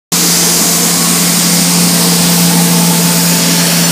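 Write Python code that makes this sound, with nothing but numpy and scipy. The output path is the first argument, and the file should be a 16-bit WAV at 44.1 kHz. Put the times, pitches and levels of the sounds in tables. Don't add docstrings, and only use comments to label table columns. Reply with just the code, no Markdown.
import sys
import numpy as np
from scipy import signal
from scipy.io import wavfile
from scipy.ndimage import uniform_filter1d

SR = 44100
rng = np.random.default_rng(int(sys.argv[2]) if len(sys.argv) > 2 else 0)


def log_audio(samples):
    frames = np.atleast_2d(samples).T
    limited = np.clip(frames, -1, 1)
    pcm = np.round(limited * 32767).astype(np.int16)
    wavfile.write(sys.argv[1], SR, pcm)


def to_linear_factor(level_db):
    exponent = np.asarray(level_db, float) / 20
    return 10 ** exponent


N = 172431


def rms_one(x):
    return x / np.sqrt(np.mean(x ** 2) + 1e-20)


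def clock():
    return np.arange(N) / SR


def drift(rate_hz):
    r = np.exp(-80 * np.pi * rate_hz / SR)
    slow = signal.lfilter([1], [1, -2 * r, r * r], rng.standard_normal(N // 40 + 2002))
    slow = rms_one(slow[2000:])
    return np.interp(np.arange(N) / 40, np.arange(len(slow)), slow)


def passing(closest_s, reach_s):
    return 1 / (1 + ((clock() - closest_s) / reach_s) ** 2)


def tone(hz):
    cycles = np.cumsum(hz + np.zeros(N)) / SR
    return np.sqrt(2) * np.sin(2 * np.pi * (cycles + rng.random()))


# time_s, pitch_hz, level_db
ENGINE_BOOM = [
    (.12, 172.7, -17.5),
    (.7, 171.9, -20),
    (1.1, 173.3, -16.5),
    (1.5, 173.6, -15.5),
    (1.9, 174, -13),
    (2.3, 172.9, -12),
    (2.7, 171.9, -11),
    (3.1, 171.4, -13),
    (3.5, 171.7, -15),
    (3.91, 170, -13.5),
]
# multiple of the firing beat, level_db relative to the boom
ENGINE_ORDERS = [(2, -34.5), (3, 0.), (4, -14.5), (6, -40), (8, -29.5), (10, -32.5), (12, -25.5)]


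def engine():
    time_s, pitch_hz, boom_db = np.transpose(ENGINE_BOOM)
    beat_hz = np.interp(clock(), time_s, pitch_hz) / 3
    level_db = np.interp(clock(), time_s, boom_db)
    out = 0
    for order, order_db in ENGINE_ORDERS:
        wobble_db = 0.9 * drift(12)
        out = out + to_linear_factor(level_db + order_db + wobble_db) * tone(round(order) * beat_hz)
    return out


# multiple of the piston rate, level_db at closest, closest_s, reach_s
PUMP_HARMONICS = [(2, -34, 3.6, 1.7), (3, -29.5, 2.85, 1.43), (4, -26.5, 2.9, 0.63), (5, -30.5, 1.12, 0.31),
                  (6, -42, 1.3, 0.3)]


def pump():
    piston_hz = 221.3 * (1 + 0.0025 * drift(3.04) - 0.002948 * (clock() - 2))
    out = 0
    for multiple, level_db, closest_s, reach_s in PUMP_HARMONICS:
        level = to_linear_factor(level_db + 3.0 * drift(24)) * passing(closest_s, reach_s)
        out = out + level * tone(round(multiple) * piston_hz)
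    return out


def fan():
    blade_hz = 266.9 + 0.905 * drift(1.24)
    blade = to_linear_factor(-27.5 + 1.5 * drift(11)) * passing(closest_s=2.2, reach_s=3.4) * tone(blade_hz)
    shaft = to_linear_factor(-51.5 + 4.7 * drift(2.5)) * tone(75.5)
    return blade + shaft


def hiss(closest_s, reach_s, resonances):
    out = 0
    for hz, width_hz, db in resonances:
        r = np.exp(-np.pi * width_hz / SR)
        stage = [1, 0, -1, 1, -2 * r * np.cos(2 * np.pi * hz / SR), r * r]
        ringing = signal.sosfilt([stage, stage], rng.standard_normal(N))
        out = out + to_linear_factor(db) * rms_one(ringing)
    return out * passing(closest_s, reach_s)


NOZZLES = 0.34, 0.58, [(4870, 1100, -19.5), (6100, 1300, -21), (7000, 2300, -22.5), (332, 36, -24),
           (1032, 85, -41), (795, 47, -37)]


def spray_nozzles():
    return hiss(*NOZZLES)


WHEEL_ARCH = 0.66, 0.57, [(10400, 2800, -22.5), (7000, 2700, -18), (1020, 27, -35), (13000, 3800, -27.),
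              (447.5, 48, -31.), (687, 160, -28)]


def wheel_arch():
    return hiss(*WHEEL_ARCH)


BROOM = 1.47, 0.43, [(8824, 510, -23.), (5000, 1240, -21.5), (7000, 1100, -22.5), (2100, 240, -30),
         (210.6, 6.7, -24.5)]


def gutter_broom():
    return hiss(*BROOM)


HEAD = 2.007, 0.46, [(4830, 1400, -19), (8800, 600, -43), (1068, 70, -32.), (466.3, 54, -26),
        (785, 50, -30.5)]


def suction_head():
    return hiss(*HEAD)


HOSE = 2.66, 0.51, [(827, 71, -28), (892, 31, -34.5), (14600, 820, -27.), (10660, 470, -29.5),
        (8500, 800, -25), (459, 85, -28.5)]


def suction_hose():
    return hiss(*HOSE)


HOPPER = 3.3, 0.24, [(4970, 510, -23), (6800, 680, -22.5), (2490, 200, -29), (507, 65, -33.)]


def hopper():
    return hiss(*HOPPER)


REAR_JETS = 3.7, .4, [(5483, 800, -22), (4450, 670, -22.5), (6950, 900, -29), (1660, 320, -28),
             (569, 27, -31.5), (2949, 1100, -25)]


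def rear_jets():
    return hiss(*REAR_JETS)


UNDERBODY = 2.1, 1.3, [(60, 55, -45), (109, 130, -34.5)]


def underbody():
    return hiss(*UNDERBODY)


def banded_noise(spectrum, patchy_db, quick_db):
    hz, level_db = np.transpose(spectrum)
    edges = hz[0] / 1.5 * 2 ** np.arange(0, np.log2(hz[-1] / hz[0]) + 1, 1 / 3)
    tops = np.minimum(edges[1:], 0.45 * SR)
    white = rng.standard_normal((2, N))
    together = drift(59)
    out = 0
    for k, (low, high) in enumerate(zip(edges, tops)):
        band_filter = signal.butter(2, [low, high], "band", fs=SR, output="sos")
        band = signal.sosfilt(band_filter, white[k % 2])
        mean_db = np.interp(np.log(low * high) / 2, np.log(hz), level_db)
        moving_db = patchy_db * drift(1.9) + quick_db * (together + drift(7.6))
        out = out + band * to_linear_factor(mean_db + moving_db)
    return rms_one(out)


# pitch_hz, density_db per Hz
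RUMBLE = [(30, -25), (100, -32), (150, -11), (200, 3), (290, -3.5), (370, -10.), (480, -4.5), (600, -13.5)]


def rumble():
    noise = banded_noise(RUMBLE, patchy_db=0.4, quick_db=0.5)
    return to_linear_factor(-20.5) * passing(closest_s=3.9, reach_s=6.9) * noise


# pitch_hz, density_db per Hz
ROAR = [(450, -14.5), (900, 0.), (1400, -3.), (3300, -3), (4600, 0), (9000, -0.16), (10500, -4),
        (15500, -5.5)]


def roar():
    return to_linear_factor(-12) * banded_noise(ROAR, patchy_db=1.1, quick_db=0.25)


# delay_s, change_s per second, level_db
ECHOES = [(.0031, -.0009, -21.), (.0057, .0008, -21.), (.0094, -.0012, -23.)]


def echoes(x):
    here = np.arange(N)
    late = 0
    for delay_s, change, db in ECHOES:
        delay = np.round(SR * (delay_s + change * (clock() - 2)))
        late = late + to_linear_factor(db) * np.interp(here - delay, here, x)
    return (x + late) / 1.017


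def scene():
    front = spray_nozzles() + wheel_arch() + gutter_broom() + suction_head()
    rear = suction_hose() + hopper() + rear_jets() + underbody()
    noises = echoes(rumble() + roar() + front + rear)
    return np.tile(engine() + pump() + fan() + noises, (2, 1))


def overload(x):
    limit, knee = 0.97, 7
    return x / (1 + np.abs(x / limit) ** knee) ** (1 / knee)


def starve(x):
    hz, _, z = signal.stft(x, SR, nperseg=2048)
    field = uniform_filter1d(rng.standard_normal(z.shape), 5, axis=1)
    field = rms_one(uniform_filter1d(field, 6, axis=0))
    from_hz, full_hz = 8500, 11500
    treble = np.clip((hz - from_hz) / (full_hz - from_hz), 0, 1)[:, None]
    holes = field * treble ** 0.2 > 1.7
    below_cut = (hz < 15300)[:, None]
    return signal.istft(z * ~holes * below_cut, SR, nperseg=2048)[1][:N]


# start_s, low_hz, high_hz, level_db
SPLITS = [
    (.813, 5000, 6400, -19),
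    (.836, 6800, 8700, -20),
    (.836, 8800, 10400, -23.),
    (.998, 4550, 5840, -23),
    (1.347, 13700, 15600, -23),
    (3.228, 7600, 9800, -21),
    (3.228, 12400, 14600, -25.),
    (3.274, 6800, 8400, -18),
    (3.831, 5645, 7000, -17),
]


def splits():
    out = np.zeros(N)
    for start_s, low_hz, high_hz, db in SPLITS:
        edges = [low_hz / 1.02, high_hz * 1.02]
        band_filter = signal.cheby2(10, 70, edges, "band", fs=SR, output="sos")
        band = rms_one(signal.sosfilt(band_filter, rng.standard_normal(N)))
        swell = np.sin(np.pi * np.clip((clock() - start_s) / 0.046, 0, 1)) ** 2
        out += to_linear_factor(db) * band * swell
    return out * [[1], [-1]]


def abrupt_start():
    start_s = 0.1205
    return np.interp(clock(), [start_s - 0.0035, start_s, start_s + 0.0003], [0, to_linear_factor(-24.0), 1])


def band_limit(x):
    return signal.sosfilt(signal.butter(12, 16390, fs=SR, output="sos"), x)


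def record(dry):
    mono = starve(overload(dry[0])) * abrupt_start()
    return band_limit(mono + splits())


dry = scene()
out = record(dry)
log_audio(out)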